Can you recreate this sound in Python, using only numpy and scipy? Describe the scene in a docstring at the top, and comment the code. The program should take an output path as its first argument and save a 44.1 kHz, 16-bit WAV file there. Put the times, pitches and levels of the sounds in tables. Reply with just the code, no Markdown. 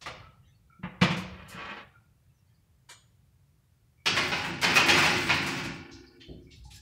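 """Glass baking dish into the oven.

A full glass dish is knocked and dragged on a glass stove top, thumping the steel panel beneath.
It is lifted, clanks onto a wire rack and judders in, sticking and slipping, while the rack and the
steel oven box ring. Then the door bobs, clunks on its hinge and starts to swing up.
A small, hard kitchen answers the knocks and scrapes."""
import sys
import numpy as np
from scipy import signal
from scipy.fft import rfft, irfft, next_fast_len
from scipy.io import wavfile
from scipy.ndimage import uniform_filter1d, map_coordinates

SR = 44100
rng = np.random.default_rng(int(sys.argv[2]) if len(sys.argv) > 2 else 0)


def persist_wave(psi):
    """Save psi, clipped to +-1, as 16-bit WAV."""
    counts = np.round(np.clip(psi, -1, 1) * 32767).astype(np.int16)
    wavfile.write(sys.argv[1], SR, np.atleast_2d(counts).T)


N = 300313

# shoves of the dish over the wires: start_s, end_s, level_db
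SHOVES = [(4.055, 4.7, -33), (4.635, 4.867, -20), (4.848, 5.381, -23), (5.234, 5.805, -31)]
# glass on the stove top: start_s, level_db, presence_db, treble_db, thump_vs_clack_db
STOVE_KNOCKS = [(0.012, -48.5, 9, 18.5, -14), (0.057, -37, -1.5, 6.5, -47), (0.831, -41, -10.5, -16, 6),
                (1.013, -23, 0, 2, 4.5), (1.022, -34.5, -1, -7, 3), (1.101, -34.5, -3.5, 3, 6),
                (1.165, -45.5, 4, 21, 8.5)]
# resonances of the rack's long bars: pitch_hz, level_db
BAR_MODES = [(237, -7.5), (258, -2.5), (275, -3), (333, -1), (361, -3), (452, -15.5)]
# resonances of the steel oven box: pitch_hz, level_db
BOX_MODES = [(95, -7.5), (116, -4.5), (140, -3.5), (172, -3.5), (189, -11)]
# spectrum of the low rumble of stove and room: frequency_hz, level_db
RUMBLE_COLOUR = [(13, -66), (22, -27.5), (42, -9), (66, -3), (133, -2), (193, -13), (243, -22),
                 (381, -28.5), (400, -31.5), (520, -53), (880, -120)]


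def rack_judder():
    """The dish lands and jumps from wire to wire; between the jumps it chatters over them."""
    # jumps onto a wire: start_s, level_db, presence_db, treble_db
    clanks = [(4.061, -23, 3, -1), (4.168, -24.5, -3, -5.5), (4.319, -28, 0.5, -13), (4.442, -34, -9.5, -5),
              (4.617, -31.5, 1, 6), (4.632, -22.5, -2.5, -5.5), (4.759, -18, -2, -3.5),
              (4.863, -31, -11.5, 2.5), (4.887, -19, 0, -2.5), (4.978, -24.5, -10, 0),
              (5.051, -25.5, -4, -3), (5.295, -22, -0.5, -11.5), (5.466, -37, -1.5, 10.5),
              (5.641, -40, -0.5, 4.5)]
    # resonances of the loaded wires: pitch_hz, level_db
    wire_modes = [(909.8, -57.5), (1012, -45.5), (1561, -44), (1739, -43.5), (1906, -42), (2078, -46),
                  (2196, -45), (2320, -45.5), (2487, -52.5), (2519, -37.5)]
    # spectrum of glass striking the rack: frequency_hz, level_db
    rack_colour = [(240, -30.5), (400, -5), (488, -16), (535, -7), (705, -9.5), (886, -3.5), (1220, -7),
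                   (1510, -4.5), (1630, -4.5), (2320, -2.5), (2590, -0.5), (3300, -8), (5230, -10),
                   (9790, -26), (15500, -32)]
    # spectrum of the squeaky grit of glass on wire: frequency_hz, level_db
    grit_colour = [(3000, -36.5), (6000, -3.5), (8000, -1.5), (11000, -15), (15500, -6.5)]
    out = np.zeros(N)
    wires = [(hz, db, .14) for hz, db in wire_modes]  # short decay: the heavy dish damps them
    for s, db, presence_db, treble_db in clanks:
        clank = contact(rack_colour, treble_db, presence_db, ripple_db=3, spacing_hz=70.04)
        clank += amp(-16.5) * ring(wires)
        add(out, s, db, kitchen(clank, early_s=.0099, tail_db=2.5, direct=13))
        graze = kitchen(clank, early_s=.0028, tail_db=-18.5, direct=1)
        add(out, s - .004, db - 14, graze)  # the glass brushes the wire first
    force = push()
    body = contact(rack_colour, treble_db=-3.5) + amp(-16) * ring(wires, scatter_db=3)
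    chatter = signal.fftconvolve(force * slips(per_s=120, spread_db=.5), body)[:N]
    grit = signal.fftconvolve(force * slips(per_s=90, spread_db=6.5), contact(grit_colour))[:N]
    return out + amp(-2.5) * kitchen(chatter + amp(-13.5) * grit, early_s=.012, tail_db=-3, direct=2.1)


def push():
    """Force on the dish as a gain per sample: every shove builds fast, eases off and stops."""
    return strokes(SHOVES, attack_s=.11, release_s=.27, ease_db_per_s=17.5)


def oven_body():
    """The judder shakes the steel box and the rack's long bars, which drone on."""
    box = resonate(slips(per_s=360, spread_db=-1), BOX_MODES, width_hz=24.8)
    box *= rings_on(push(), follow=.36, fall_db_per_s=110)
    bars = resonate(slips(per_s=340, spread_db=6.5), BAR_MODES, width_hz=10.8)
    bars *= rings_on(push(), follow=.59, fall_db_per_s=25)
    return amp(-35.5) * box + amp(-34) * bars


def free_wires():
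    """Wires that the dish does not touch sing on faintly after each shove."""
    # resonances of the free wires: pitch_hz, level_db
    wire_modes = [(810, -3), (1090, -5.5), (1450, -0.5), (1750, -2.5), (2290, -1), (2680, -4), (3020, -7.5),
                  (4650, -13.5)]
    singing = resonate(slips(per_s=670, spread_db=2.5), wire_modes, width_hz=130)
    return amp(-34.5) * rings_on(push(), follow=.54, fall_db_per_s=43) * singing


def glass_chirps(count=40, low_hz=4450, high_hz=11100):
    """Glass catches on the wires at random, louder under a harder push and fainter at higher pitch."""
    out, force = np.zeros(N), push()
    start, end = SHOVES[0][0], SHOVES[-1][1]
    for when, pitch in rng.random(size=(count, 2)):
        s = start + when * (end - start)
        hz = low_hz * (high_hz / low_hz) ** pitch
        strength = force[round(s * SR)] * low_hz / hz
        add(out, s, -20.5 + 20 * np.log10(strength + 1e-9), ping(hz, t60_s=.08))
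    return out


def stove_top():
    """The dish clacks on the glass top, whose steel panel thumps, and is dragged off the edge."""
    # spectrum of the clack: frequency_hz, level_db
    clack_colour = [(180, -24), (300, -5.5), (439, -10.5), (517, 1), (571, -10), (663, -1), (794, -5.5),
                    (1180, -2), (1460, -7), (1780, -4), (2740, -4.5), (4490, -15), (8840, -33.5),
                    (14300, -46), (15500, -44)]
    # partials of the glass top: pitch_hz, level_db, t60_s
    top_modes = [(628, 6.5, 0.33), (1067, -3, 0.2), (1405, -3, 0.63), (1580, -13.5, 1), (1800, -20.5, 0.61),
                 (2348, -13, 0.59), (2550, -30, 0.47), (2770, 0, 0.26), (2830, -9, 0.25), (2955, -19, 0.49),
                 (3235, -23, 0.19), (3233, -13, 0.31)]
    # partials of the steel panel: pitch_hz, level_db, t60_s
    panel_modes = [(124.4, -5, 0.21), (150.5, -2, 0.26), (174.3, 7.5, 0.13), (183.5, -11, 0.88),
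                   (217.7, -10.5, 0.27), (334.9, -9.5, 0.17), (530, -14.5, 0.053)]
    # the dish leans on the panel: start_s, level_db
    bumps = [(.252, -61), (.792, -51.5), (1.545, -46)]
    # drags across the top: start_s, end_s, level_db
    drags = [(1.22, 1.56, -50.5), (1.48, 1.85, -38)]
    # spectrum of glass rubbing on glass: frequency_hz, level_db
    rub_colour = [(120, -35.5), (200, -1), (280, -11.5), (461, -4.5), (646, -8), (890, -1.5), (956, -7),
                  (1030, -2.5), (1910, -4.5), (3200, -11), (9140, -42.5), (14000, -57.5)]
    out = np.zeros(N)
    for s, db, presence_db, treble_db, thump_db in STOVE_KNOCKS:
        clack = contact(clack_colour, treble_db, presence_db, ripple_db=2) + amp(-20.5) * ring(top_modes)
        add(out, s, db, kitchen(clack, early_s=.014, tail_db=-1.5, direct=1.4, build_s=.0016))
        add(out, s + .004, db + thump_db, ring(panel_modes, scatter_db=1, attack_s=.006))
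    for s, db in bumps:
        add(out, s, db, ring(panel_modes, attack_s=.0051))
    force = strokes(drags, attack_s=.14, release_s=.12, ease_db_per_s=-.5)
    rubbing = signal.fftconvolve(force * slips(per_s=450, spread_db=3.5), contact(rub_colour))[:N]
    return out + amp(-3) * kitchen(rubbing, early_s=.0075, tail_db=-14.5, direct=8.7)


def stove_shudder():
    """The whole stove rumbles after each knock, under the sliding dish and as the door swings."""
    # the door starts to rise: start_s, end_s, level_db
    swings = [(6.25, 6.85, -55.5)]
    jolts = np.zeros(N)
    for s, db, *_ in STOVE_KNOCKS:
        jolts[round(s * SR)] = amp(db)
    knocked = amp(-41.5) * rings_on(jolts, follow=.61, fall_db_per_s=27.5)
    pushed = amp(-49.5) * rings_on(push(), follow=.25, fall_db_per_s=59)
    swung = strokes(swings, attack_s=.051, release_s=.06, ease_db_per_s=-4)
    return (knocked + pushed + swung) * noise(RUMBLE_COLOUR)


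def oven_door(clunk_s=6.285, box_t60_s=.54, bars_t60_s=.86):
    """The door bobs with dull thuds; its hinge takes the load with a clunk that jolts box and bars."""
    # bobs of the open door: start_s, level_db
    thuds = [(5.631, -48), (5.917, -53), (6.283, -50), (6.606, -46)]
    # partials of the door: pitch_hz, level_db, t60_s
    door_modes = [(62.2, -4, 0.55), (97.2, -7.5, .5), (120.6, -10.5, 0.26)]
    # spectrum of the hinge clunk: frequency_hz, level_db
    clunk_colour = [(60, -18), (130, -5), (260, 8.5), (400, 1), (650, -1.5), (1000, -39), (3000, -81)]
    out = np.zeros(N)
    for s, db in thuds:
        add(out, s, db, ring(door_modes, attack_s=.0046))
    clunk = click(lambda hz: along(clunk_colour, hz))
    add(out, clunk_s, -50.5, kitchen(clunk, early_s=.024, tail_db=-6, direct=4.4))
    add(out, clunk_s, -50, ring([(hz, db, box_t60_s) for hz, db in BOX_MODES], attack_s=.004))
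    add(out, clunk_s, -52, ring([(hz, db, bars_t60_s) for hz, db in BAR_MODES], attack_s=.0041))
    return out


def light_touches():
    """Glancing contacts of glass and metal tick, squeak and ping."""
    # ticks of dish, rack and hinge: start_s, level_db, centre_hz, width_octaves
    ticks = [(1.17, -61, 10000, .8), (1.482, -52, 5700, 0.77), (5.912, -54, 4480, 0.32),
             (6.058, -61.5, 4640, 0.078), (6.201, -52.5, 2977, .45), (6.42, -72.5, 5200, 0.17),
             (6.506, -56.5, 3560, 0.43), (6.552, -68.5, 5900, .9), (6.637, -61, 5150, .45),
             (6.702, -53.5, 3610, .74), (6.736, -54.5, 5230, .65)]
    # glass squeaks as it catches on a wire: start_s, level_db
    squeaks = [(4.613, -52), (4.739, -45), (4.86, -47.5), (5.464, -60)]
    # thin pings of dish and rack: start_s, level_db, pitch_hz
    pings = [(.225, -58, 1300), (0.7, -63, 1345), (.71, -69.5, 2265), (1.939, -60, 1375),
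             (1.941, -72.5, 2310), (3.98, -71, 2256), (6.47, -67.5, 2238), (6.652, -62, 828),
             (6.745, -67, 1684)]
    out = np.zeros(N)
    for s, db, centre_hz, width_octaves in ticks:
        add(out, s, db, tick(centre_hz, width_octaves))
    for s, db in squeaks:
        add(out, s, db, tick(centre_hz=13500, width_octaves=.38))
    for s, db, hz in pings:
        add(out, s, db, ping(hz, t60_s=.33) + amp(-.5) * tick(hz, width_octaves=.04))
    return out


def fingers_on_dish(low_hz=1700, high_hz=6110):
    """Stirring fingertips wake faint tinkles; a shift of the grip clinks the whole dish."""
    # fingers stir: start_s, end_s, level_db
    tinkles = [(0.388, 0.552, -75.5), (2.296, 2.581, -80)]
    # the grip shifts: start_s, level_db
    grip_shifts = [(2.889, -48), (2.904, -51.5)]
    # spectrum of the clink: frequency_hz, level_db
    clink_colour = [(150, -48.5), (250, -14), (313, -7.5), (705, -5.5), (823, -10), (961, -2), (1950, -2),
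                    (2360, -4), (2490, -20), (2950, 1.5), (5600, -10.5), (7000, -3.5), (15500, -25.5)]
    # partials of the glass dish: pitch_hz, level_db, t60_s
    dish_modes = [(962, 0.5, 0.24), (1836, -1, 0.086), (2340, -7, 0.26), (2760, -15, 0.3),
                  (3260, -29, 0.88), (3601, -16, 0.36), (3970, -15, 0.25), (4270, -10, 0.3),
                  (4635, -0.5, 0.53), (6945, -11.5, 0.56), (8230, -10, 0.31), (8450, -8, 0.48)]
    out = np.zeros(N)
    for start, end, db in tinkles:
        for when, pitch in rng.random(size=(12, 2)):
            hz = low_hz * (high_hz / low_hz) ** pitch
            add(out, start + when * (end - start), db, ping(hz, t60_s=.26))
    for s, db in grip_shifts:
        clink = kitchen(contact(clink_colour), early_s=.013, tail_db=-6, direct=1.2)
        add(out, s, db, clink + amp(-2) * ring(dish_modes))
    return out


def kitchen(x, early_s, tail_db, direct, build_s=.005):
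    """A sound arrives by the direct path, a swell of near reflections and the room's tail."""
    # decay of the room: frequency_hz, t60_s
    decay = [(200, 0.89), (700, 0.71), (2000, 0.6), (5000, 0.65), (13000, 0.096)]
    size = SR * 2 // 3
    hz, t, spectrum = signal.stft(rng.standard_normal(size), SR, nperseg=256)
    fade = amp(-60 * t / along(decay, hz)[:, None])
    tail = signal.istft(spectrum * fade, SR, nperseg=256)[1][:size]
    age = np.arange(size) / SR
    near = rng.standard_normal(size) * age / early_s * np.exp(1 - age / early_s)
    paths = near + amp(tail_db) * tail * (1 - np.exp(-age / build_s))
    paths[0] += direct
    return signal.fftconvolve(x, paths / np.linalg.norm(paths))[:len(x)]


def room_tone(hiss_db=-69, rumble_db=-63.5, wander_db=.5):
    """A faint even hiss over a low, uneven rumble."""
    # spectrum of the hiss: frequency_hz, level_db
    hiss_colour = [(180, -29.5), (300, -4.5), (1970, -10), (2170, -10), (2480, -11), (3020, -12.5),
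                   (4070, -13.5), (15500, -16.5)]
    wander = map_coordinates(rng.standard_normal(64), [np.arange(N) / SR * 4])
    return amp(hiss_db) * noise(hiss_colour) + amp(rumble_db + wander_db * wander) * noise(RUMBLE_COLOUR)


def contact(colour, treble_db=0, presence_db=0, ripple_db=.7, spacing_hz=110):
    """A hard click: sharper contact is brighter, and many points touching at once leave little ripple."""
    def gain_db(hz):
        treble = hz ** 6 / (hz ** 6 + 5400 ** 6)
        presence = np.exp(-(np.log2((hz + 1) / 4300) / .63) ** 2)
        tone_db = along(colour, hz) + treble_db * treble + presence_db * presence
        return tone_db + ripple_db * ripple(hz, spacing_hz)
    return click(gain_db)


def tick(centre_hz, width_octaves):
    """A light touch rings a small cluster of modes into the room."""
    hump_db = lambda hz: -np.minimum(2.3 * (np.log2((hz + 1) / centre_hz) / width_octaves) ** 2, 70)
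    touch = click(lambda hz: hump_db(hz) + 4 * ripple(hz, spacing_hz=170))
    return kitchen(touch, early_s=.019, tail_db=2.5, direct=3.2)


def ripple(hz, spacing_hz):
    """Random peaks and dips along frequency: each point of contact wakes other modes."""
    return map_coordinates(rng.standard_normal(2000), [hz / spacing_hz])


def click(gain_db, size=4096):
    """A click of energy 1 with its spectrum shaped by gain_db(hz)."""
    gain = np.maximum(amp(gain_db(np.fft.rfftfreq(size, 1 / SR))), 1e-6)
    cepstrum = irfft(np.log(gain))
    cepstrum[1:size // 2] *= 2  # minimum phase packs the energy into the attack
    cepstrum[size // 2 + 1:] = 0
    pulse = irfft(np.exp(rfft(cepstrum)))
    return np.pad(pulse / np.linalg.norm(pulse), (0, SR - size))


def ping(hz, t60_s):
    """Two close modes that beat as they fade."""
    return ring([(hz, 0, t60_s), (1.03 * hz, -4, t60_s)], scatter_db=-1, attack_s=.001)


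def ring(modes, scatter_db=-2, attack_s=.002):
    """One second of damped partials, energy 1, at new strengths for every blow."""
    t = np.arange(SR, dtype=np.float32) / SR
    x = np.zeros(SR)
    for hz, db, t60_s in modes:
        strength = amp(db + scatter_db * rng.standard_normal())
        x += strength * np.exp(-np.log(1000) / t60_s * t) * np.sin(2 * np.pi * hz * t)
    x *= 1 - np.exp(-t / attack_s)
    return x / np.linalg.norm(x)


def slips(per_s, spread_db):
    """Stick and slip: irregular tiny jolts of uneven size, rms 1."""
    sizes = amp(spread_db * np.clip(rng.standard_normal(N), -2, 2))
    slipping = rng.random(N) < per_s / SR
    return unit(slipping * sizes * np.sign(rng.standard_normal(N)))


def resonate(drive, modes, width_hz):
    """A drive through narrow resonances, rms 1."""
    band = lambda hz, centre: 1j * hz * width_hz / (centre ** 2 - hz ** 2 + 1j * hz * width_hz)
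    return unit(filtered(drive, lambda hz: sum(amp(db) * band(hz, centre) ** 2 for centre, db in modes)))


def strokes(rows, attack_s, release_s, ease_db_per_s):
    """Gain of hand strokes: each builds, eases off (swells if the ease is negative) and fades out."""
    t, gain = np.arange(N) / SR, np.zeros(N)
    for start, end, db in rows:
        level = amp(db - ease_db_per_s * np.clip(t - start, 0, end - start))
        gain += level * np.clip((t - start) / attack_s, 0, 1) * np.clip((end - t) / release_s, 0, 1)
    return gain


def rings_on(force, follow, fall_db_per_s):
    """Gain, at most 1, of a part that grows as a power of the force and dies away at its own pace."""
    fall = amp(-fall_db_per_s * np.arange(N) / SR)
    return np.maximum.accumulate((force / force.max()) ** follow / fall) * fall


def noise(colour):
    """Coloured noise of rms 1."""
    return unit(filtered(rng.standard_normal(N), lambda hz: amp(along(colour, hz))))


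def add(track, start_s, db, sound):
    """Lay a sound on the track with its attack at the given rms level."""
    span = track[round(start_s * SR):][:len(sound)]
    attack_rms = np.sqrt(np.mean(sound[:1300] ** 2))
    span += amp(db) * sound[:len(span)] / attack_rms


def filtered(x, response):
    """x through a frequency response."""
    size = next_fast_len(len(x) + SR // 4)
    return irfft(rfft(x, size) * response(np.fft.rfftfreq(size, 1 / SR)), size)[:len(x)]


def along(points, hz):
    """A curve through (frequency_hz, value) points on a log axis."""
    point_hz, values = np.transpose(points)
    return np.interp(np.log(hz + 1), np.log(point_hz + 1), values)


def amp(db):
    """Decibels to gain."""
    return 10 ** (np.asarray(db) / 20)


def unit(x):
    """x at rms 1."""
    return x / np.sqrt(np.mean(x ** 2) + 1e-20)


def suppress(x, depth_db=8, margin_db=9, from_hz=300):
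    """A noise suppressor turns down whatever barely rises over the hiss, so tails end early."""
    hz, _, spectrum = signal.stft(x, SR, nperseg=512)
    power = uniform_filter1d(np.abs(spectrum) ** 2, size=2, axis=0)
    power = np.abs(uniform_filter1d(power, size=4, axis=1))
    hiss = np.percentile(power, 20, axis=1, keepdims=True) + 1e-20
    shut = 1 / (1 + (power / (hiss * amp(margin_db) ** 2)) ** 2)
    reach = (hz ** 2 / (hz ** 2 + from_hz ** 2))[:, None]
    return signal.istft(spectrum * amp(-depth_db * shut * reach), SR, nperseg=512)[1][:N]


def scene():
    """Dish, stove, oven and room in mono."""
    sliding = rack_judder() + glass_chirps() + free_wires() + oven_body()
    stove = stove_top() + stove_shudder() + oven_door()
    return (sliding + stove + light_touches() + fingers_on_dish() + room_tone())[None]


def record(dry, low_hz=38, top_hz=15700):
    """The phone suppresses noise and loses the deepest bass and the highest treble."""
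    def response(hz):
        low_cut = (1j * hz) ** 2 / (low_hz ** 2 - hz ** 2 + 1j * np.sqrt(2) * low_hz * hz)
        return low_cut * (hz < top_hz)
    return np.array([filtered(suppress(channel), response) for channel in dry])


dry = scene()
out = record(dry)
persist_wave(out)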